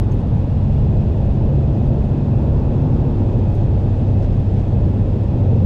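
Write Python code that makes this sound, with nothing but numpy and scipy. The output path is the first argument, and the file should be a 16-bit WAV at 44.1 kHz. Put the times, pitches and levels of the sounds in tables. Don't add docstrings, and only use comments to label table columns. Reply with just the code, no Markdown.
import sys
import numpy as np
from scipy import signal
from scipy.fft import rfft, irfft, next_fast_len
from scipy.io import wavfile
from scipy.ndimage import uniform_filter1d, map_coordinates

SR = 44100
rng = np.random.default_rng(int(sys.argv[2]) if len(sys.argv) > 2 else 0)


def boost(x):
    u = np.asarray(x, float) / 20
    return 10 ** u


def inscribe(sig):
    pcm = np.round(np.clip(np.atleast_2d(sig).T, -1, 1) * 32767)
    wavfile.write(sys.argv[1], SR, pcm.astype(np.int16))


N = 249165

LIFT_S, PEDAL_S = 3.24, 0.35
CRUISE_HZ = 35.3


def clock():
    return np.arange(N) / SR


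def unit(x):
    return x / np.sqrt(np.mean(x ** 2) + 1e-20)


def wobble(rate):
    knots = rng.standard_normal(int(N * rate / SR) + 4)
    return map_coordinates(knots, [np.arange(N) * rate / SR])


def noise(response):
    m = next_fast_len(N + 8192)
    spectrum = rfft(rng.standard_normal(m)) * response(np.fft.rfftfreq(m, 1 / SR))
    return unit(irfft(spectrum, m)[:N])


def coloured(points):
    f, db = np.transpose(points)
    return noise(lambda hz: boost(np.interp(np.log(hz + 1), np.log(f + 1), db, -120, -120)))


def patchy(x, patchy_db):
    z = signal.stft(x, nperseg=2048)[2]
    field = uniform_filter1d(rng.standard_normal(z.shape), size=8, axis=0)
    field = uniform_filter1d(field, size=11, axis=1)
    return unit(signal.istft(z * boost(patchy_db * unit(field)), nperseg=2048)[1][:N])


def tone(hz):
    return np.sqrt(2) * np.sin(2 * np.pi * (np.cumsum(hz) / SR + rng.random()))


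def throttle():
    t = clock()
    press_s = 0.6
    return np.clip(0.5 + np.minimum(t - press_s, LIFT_S - t) / PEDAL_S, 0, 1)


def shaft():
    start_hz, gain_hz_per_s = 34.19, 0.615
    sag_hz, sag_s = 0.65, 0.55
    coast = np.maximum(clock() - LIFT_S + PEDAL_S / 2, 0)
    return start_hz + gain_hz_per_s * (clock() - coast) - sag_hz * (1 - np.exp(-coast / sag_s))


def asphalt():
    # time in seconds, length in seconds, jolt in dB, slap in dB.
    uneven_spots = [(0.122, 0.042, 1.5, 0), (0.521, 0.04, 9, -1), (0.686, 0.066, 2, -0.5),
                    (1.303, .1, 1.5, -0.6), (1.898, 0.12, 5.5, 0.5), (2.45, 0.11, 3.5, 0.5),
                    (2.9, 0.069, 1, 1.3), (3.339, 0.14, 1, 1.05), (4.15, 0.098, 1, 0.5),
                    (5.197, .1, 1.5, -1), (5.504, 0.13, 2, 2)]
    s, length, jolt_db, slap_db = np.transpose(uneven_spots)
    spots = np.exp(-((clock()[:, None] - s) / length) ** 2)
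    return spots @ jolt_db, spots @ slap_db


def lull(x):
    middle_s, length_s, share = 0.45, 0.22, 0.7
    # lower edge in Hz, upper edge in Hz.
    panel_band = [335, 420]
    panel = signal.sosfiltfilt(signal.butter(2, panel_band, "band", fs=SR, output="sos"), x)
    return x - share * np.exp(-((clock() - middle_s) / length_s) ** 4) * panel


def road():
    # frequency in Hz, density in dB per Hz.
    thump_colour = [(7.1, -46.5), (12, -18.5), (25, -4.5), (37, -1), (64, -1), (77, -0.5), (90, -9.5),
                    (120, -43.5), (200, -120)]
    # frequency in Hz, density in dB per Hz.
    boom_colour = [(70, -43.5), (85, -7), (105, 3.5), (128, 1.5), (155, -6), (200, -6), (260, -10),
                   (330, -23), (380, -50)]
    # frequency in Hz, density in dB per Hz.
    roar_colour = [(180, -37), (300, -3.5), (328, -2), (404, -4.5), (464, -6), (589, -7), (644, -11.5),
                   (823, -14), (916, -18.5), (1250, -38.5), (1620, -57.5), (2750, -120)]
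    jolt_db, slap_db = asphalt()
    pedal = throttle()
    thump_db = -22.5 + jolt_db + 0.33 * wobble(6.2)
    boom_db = -20.5 - 1.6 * pedal + 0.16 * jolt_db + 2.2 * slap_db + 0.43 * wobble(9.7)
    roar_db = -31 - 0.08 * pedal + 0.35 * (shaft() - CRUISE_HZ) + slap_db + 0.36 * wobble(14)
    thump = boost(thump_db) * coloured(thump_colour)
    boom = boost(boom_db) * coloured(boom_colour)
    roar = boost(roar_db) * patchy(coloured(roar_colour), patchy_db=0.9)
    return thump + lull(boom + roar)


def wheels():
    treads = 2.692
    floor_hz, floor_width_hz = 94.1, 5.5
    # time in seconds, hum in dB.
    floor_contact = [(0, -0.5), (.6, -1.5), (1.5, 0), (2.1, -4.5), (2.7, -0.5), (3.05, -1.5), (3.4, -2),
                     (3.9, 1.5), (4.05, -3.5), (4.2, 2.5), (4.42, -4), (4.58, 1.5), (5.05, 0.5),
                     (5.2, -3.5), (5.32, -3.5), (5.65, 2.5)]
    hum_hz = treads * shaft()
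    resonance_db = -10 * np.log10(1 + ((hum_hz - floor_hz) * 2 / floor_width_hz) ** 2)
    hum_db = -19.5 - 3.5 * throttle() + resonance_db
    overtone_db = hum_db - 13.5 + 1.3 * asphalt()[1] + 2.2 * wobble(5)
    hum_hz = hum_hz * (1 + 0.012 * wobble(9))
    waver_db = np.interp(clock(), *np.transpose(floor_contact)) + 1.0 * wobble(6)
    return boost(hum_db + waver_db) * tone(hum_hz) + boost(overtone_db - 3) * tone(2 * hum_hz)


def engine():
    shaft_multiples = [2, 3, 4, 5, 6, 7, 8, 9, 10, 12, 13, 15, 19, 30.7]
    # dB at low revs, dB at middle revs, dB at high revs.
    order_levels = [(-28.5, -28.5, -32.5), (-26, -27.5, -25), (-25, -22.5, -24.5), (-37.5, -42, -38.5),
                    (-31.5, -33.5, -34), (-50, -34.5, -30), (-54.5, -44.5, -39.5), (-57.5, -47.5, -39),
                    (-50, -39, -39), (-47.5, -48, -50), (-50.5, -47, -44.5), (-53.5, -47, -51),
                    (-46, -45, -55), (-63, -62, -58.5)]
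    rev_points = [34.6, 35.2, 36]
    overrun_db = -39.5
    shaft_hz = shaft()
    unsteady_hz = shaft_hz * (1 + 0.0015 * wobble(5.5))
    orders = np.zeros(N)
    for multiple, levels_db in zip(shaft_multiples, order_levels):
        order_db = np.interp(shaft_hz, rev_points, levels_db) + 1.5 * wobble(5)
        orders += boost(order_db) * tone(multiple * unsteady_hz)
    return (throttle() + boost(overrun_db)) * orders


def screen(x):
    # frequency in Hz, width in Hz, gain in dB.
    reflections = [(2230, 55, 2.5), (2440, 50, 2), (4450, 150, 1), (5200, 200, 1), (5670, 60, -5.5),
                   (5950, 150, 2), (6160, 35, -1.5), (6270, 60, 1.5), (6500, 40, -2), (6680, 70, 2.5),
                   (7270, 70, 3), (7720, 60, 1.5), (8170, 60, 1.5), (10450, 150, 1)]
    m = next_fast_len(N)
    hz = np.fft.rfftfreq(m, 1 / SR)
    gain_db = sum(db * np.exp(-((hz - c) / w) ** 2) for c, w, db in reflections)
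    return irfft(rfft(x, m) * boost(gain_db), m)[:N]


def slot(c, w):
    return noise(lambda f: (f * w) ** 2 / ((c * c - f * f) ** 2 + (f * w) ** 2))


def wind():
    # frequency in Hz, density in dB per Hz.
    rush_colour = [(650, -22), (1100, -6), (1180, -8.5), (1930, -10), (2130, -13.5), (2380, -14),
                   (2470, -15), (2590, -10.5), (2950, -14.5), (3480, -14), (4800, -24.5), (6240, -52),
                   (10600, -120)]
    # frequency in Hz, density in dB per Hz.
    hiss_colour = [(2530, -24), (4300, -5.5), (5180, -1), (5870, -5), (7110, -6.5), (7940, -9.5),
                   (8480, -15), (9100, -20.5), (10100, -16.5), (10500, -13.5), (11300, -25), (12200, -23.5),
                   (13500, -28), (14300, -35), (15700, -45)]
    # frequency in Hz, width in Hz, level in dB,
    # best shaft speed in Hz, range of shaft speed in Hz.
    slots = [(2515, 71, -65, 35.3, 2.2), (2663, 250, -66, 35.8, .9), (2840, 65, -66, 34.75, .4)]
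    shaft_hz = shaft()
    speed_db = 0.4 * (shaft_hz - CRUISE_HZ) + 0.35 * wobble(0.44)
    gust = wobble(20)
    rush = boost(-52 + speed_db + 0.18 * gust) * coloured(rush_colour)
    hiss = boost(-65.5 + speed_db + 0.44 * gust + 0.55 * wobble(30)) * coloured(hiss_colour)
    air = screen(rush + hiss)
    for c, w, db, best_hz, range_hz in slots:
        whistle_db = db + 0.8 * wobble(1.9) - 6 * ((shaft_hz - best_hz) / range_hz) ** 2
        air = air + boost(whistle_db) * slot(c, w)
    return air


def keys():
    # frequency in Hz, 60 dB decay in seconds.
    key_modes = [(6440, 0.036), (8150, .04), (9350, .045), (10440, .03), (12400, .04), (15070, .045)]
    # start in seconds, level in dB, struck pitch in Hz, spread in octaves,
    # scrape in dB.
    contacts = [(.106, -68, 12000, .1, -80), (.117, -47, 6440, .2, -65), (.123, -50, 6440, .2, -74),
                (.138, -60, 15070, .08, -67), (.139, -62, 12400, .15, -76), (.142, -61, 9350, .08, -78),
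                (.203, -66, 8150, .1, -72), (2.045, -62, 8150, .1, -84), (2.053, -63, 8150, .1, -84),
                (3.535, -68, 10440, .08, -76), (3.545, -64, 12400, .12, -62),
                (3.5455, -64, 15070, .08, -80), (3.550, -63, 10440, .1, -72), (3.551, -57, 6440, .1, -80),
                (3.556, -61, 6440, .1, -84), (3.556, -66, 12400, .08, -84)]
    # frequency in Hz, density in dB per Hz.
    scrape_colour = [(5500, -30.5), (6300, -4.5), (9000, -3.5), (12500, -3.5), (13500, -11), (15300, -10),
                     (15800, -36.5)]
    out = np.zeros(N + SR)
    t = np.arange(SR // 8) / SR
    grit = coloured(scrape_colour)
    for s, db, struck_hz, spread, scrape_db in contacts:
        start = round(s * SR)
        sound = boost(scrape_db - 60 * t / 0.054) * grit[start:][:len(t)]
        for hz, t60 in key_modes:
            level_db = db - 6 * (np.log2(hz / struck_hz) / spread) ** 2 + rng.normal(0, 1.6)
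            sound = sound + boost(level_db - 60 * t / t60) * np.sin(2 * np.pi * hz * t)
        out[start:][:len(t)] += sound * (1 - np.exp(-t / 0.00061))
    return out[:N]


def dash():
    # time in seconds, level in dB, length in seconds.
    rustles = [
        (.12, -53, .008),
        (2.187, -57, .002),
        (4.232, -53.5, .007),
        (4.249, -50.5, .004),
        (4.25, -59, .05),
        (4.328, -53, .005),
        (4.59, -54, .025),
        (4.685, -56, .008),
    ]
    # frequency in Hz, density in dB per Hz.
    trim_colour = [(600, -30), (1000, -6), (1600, -2.5), (4000, -13), (5300, -15), (7500, -22), (8500, -24),
                   (9200, -45)]
    swell = sum(boost(db) * np.exp(-((clock() - s) / length) ** 2) for s, db, length in rustles)
    return coloured(trim_colour) * swell


def sizzle():
    # time in seconds, tyre sizzle in dB.
    coarseness = [(0, -42.5), (.6, -43.5), (1.3, -43.5), (1.9, -43.5), (2.4, -41.5), (3.1, -42),
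                  (3.5, -43.5), (4, -44), (4.4, -46.5), (4.8, -43.5), (5.3, -45), (5.65, -43.5)]
    # frequency in Hz, density in dB per Hz.
    sizzle_colour = [(600, -31.5), (800, -0.5), (950, -2.5), (1100, -10), (1350, -14), (1700, -21),
                     (2200, -45.5)]
    s, db = np.transpose(coarseness)
    grain_db = np.interp(clock(), s, db)
    mean_db = grain_db.mean()
    return boost(mean_db - 4.5 + 2.2 * (grain_db - mean_db)) * coloured(sizzle_colour)


def axle():
    moan_hz = 3.6 * shaft() * (1 + 0.03 * wobble(2.5))
    return boost(-31.5 - 7 * throttle() + 2.5 * wobble(5)) * tone(moan_hz)


def scene():
    return (road() + wheels() + engine() + wind() + keys() + dash() + sizzle() + axle())[None]


def squeeze(x):
    bass = signal.sosfiltfilt(signal.butter(2, 420, fs=SR, output="sos"), x)
    envelope = np.abs(signal.hilbert(bass[0], next_fast_len(N))[:N])
    swell = uniform_filter1d(envelope, round(0.005 * SR))
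    gain = boost(2.0) * (1 + (swell / boost(-9.5)) ** 6) ** -0.15
    return bass * gain + (x - bass) * gain ** 0.31


def ease_ends(x):
    open_level, close_level, edge_s = 0.28, 0.08, 0.003
    t = clock()
    opening = (open_level - x[:, :1]) * np.exp(-(t / edge_s) ** 2)
    closing = (close_level - x[:, -1:]) * np.exp(-(t[::-1] / edge_s) ** 2)
    return x + opening + closing


def quiet(hz, z, centre_hz, half_hz):
    peak = np.abs(z[np.abs(hz - centre_hz) < half_hz]).max(0)
    return peak < boost(9) * np.median(peak)


def treble_dropouts(x):
    # frequency in Hz, half width in Hz, share of the time (0-1).
    dropout_bands = [(8850, 110, .5), (9150, 130, .3), (9450, 130, .2), (9750, 130, .12), (10950, 130, .25),
                     (11200, 110, .25), (11450, 130, .2), (12800, 150, .12), (13150, 180, .2),
                     (13550, 200, .35), (13950, 200, .7), (14300, 170, .85), (15150, 700, 1)]
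    # start in seconds, length in seconds.
    comb_stretches = [(.02, .09), (.26, .06), (.38, .02), (.475, .025), (.69, .06), (.81, .025),
                      (1.01, .02), (1.76, .025), (2.15, .025), (2.26, .02), (2.455, .025), (2.545, .02),
                      (2.6, .025), (2.8, .02), (3.07, .025), (3.37, .025), (3.52, .02), (3.61, .025),
                      (4.05, .07), (4.5, .04), (4.62, .02), (4.74, .025), (5.14, .09), (5.29, .03),
                      (5.36, .02)]
    hz, t, z = signal.stft(x, SR, nperseg=1024, boundary="odd", padded=False)
    kept = np.ones(z.shape[1:])
    for c, half, share in dropout_bands:
        ranks = np.argsort(np.argsort(uniform_filter1d(rng.random(len(t)), size=2)))
        dropped = (ranks / len(t) < share) & quiet(hz, z[0], c, half)
        kept[np.ix_(np.abs(hz - c) < half, dropped)] = 0.06
    lost = signal.istft(z * (1 - kept), SR, nperseg=1024)[1]
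    lost = np.pad(lost, ((0, 0), (0, 1024)))[:, :N]
    on = sum((clock() > s) & (clock() < s + length) for s, length in comb_stretches)
    ticks = on * (np.arange(N) % 256 == 0) * boost(-62 + 3 * rng.standard_normal(N))
    comb = signal.sosfilt(signal.butter(4, [12000, 15800], "band", fs=SR, output="sos"), ticks)
    return x - lost + comb


def roll_off(x):
    return signal.sosfilt(signal.butter(12, 15690, fs=SR, output="sos"), x)


def record(dry):
    mix = treble_dropouts(ease_ends(squeeze(dry)))
    return roll_off(mix)


dry = scene()
out = record(dry)
inscribe(out)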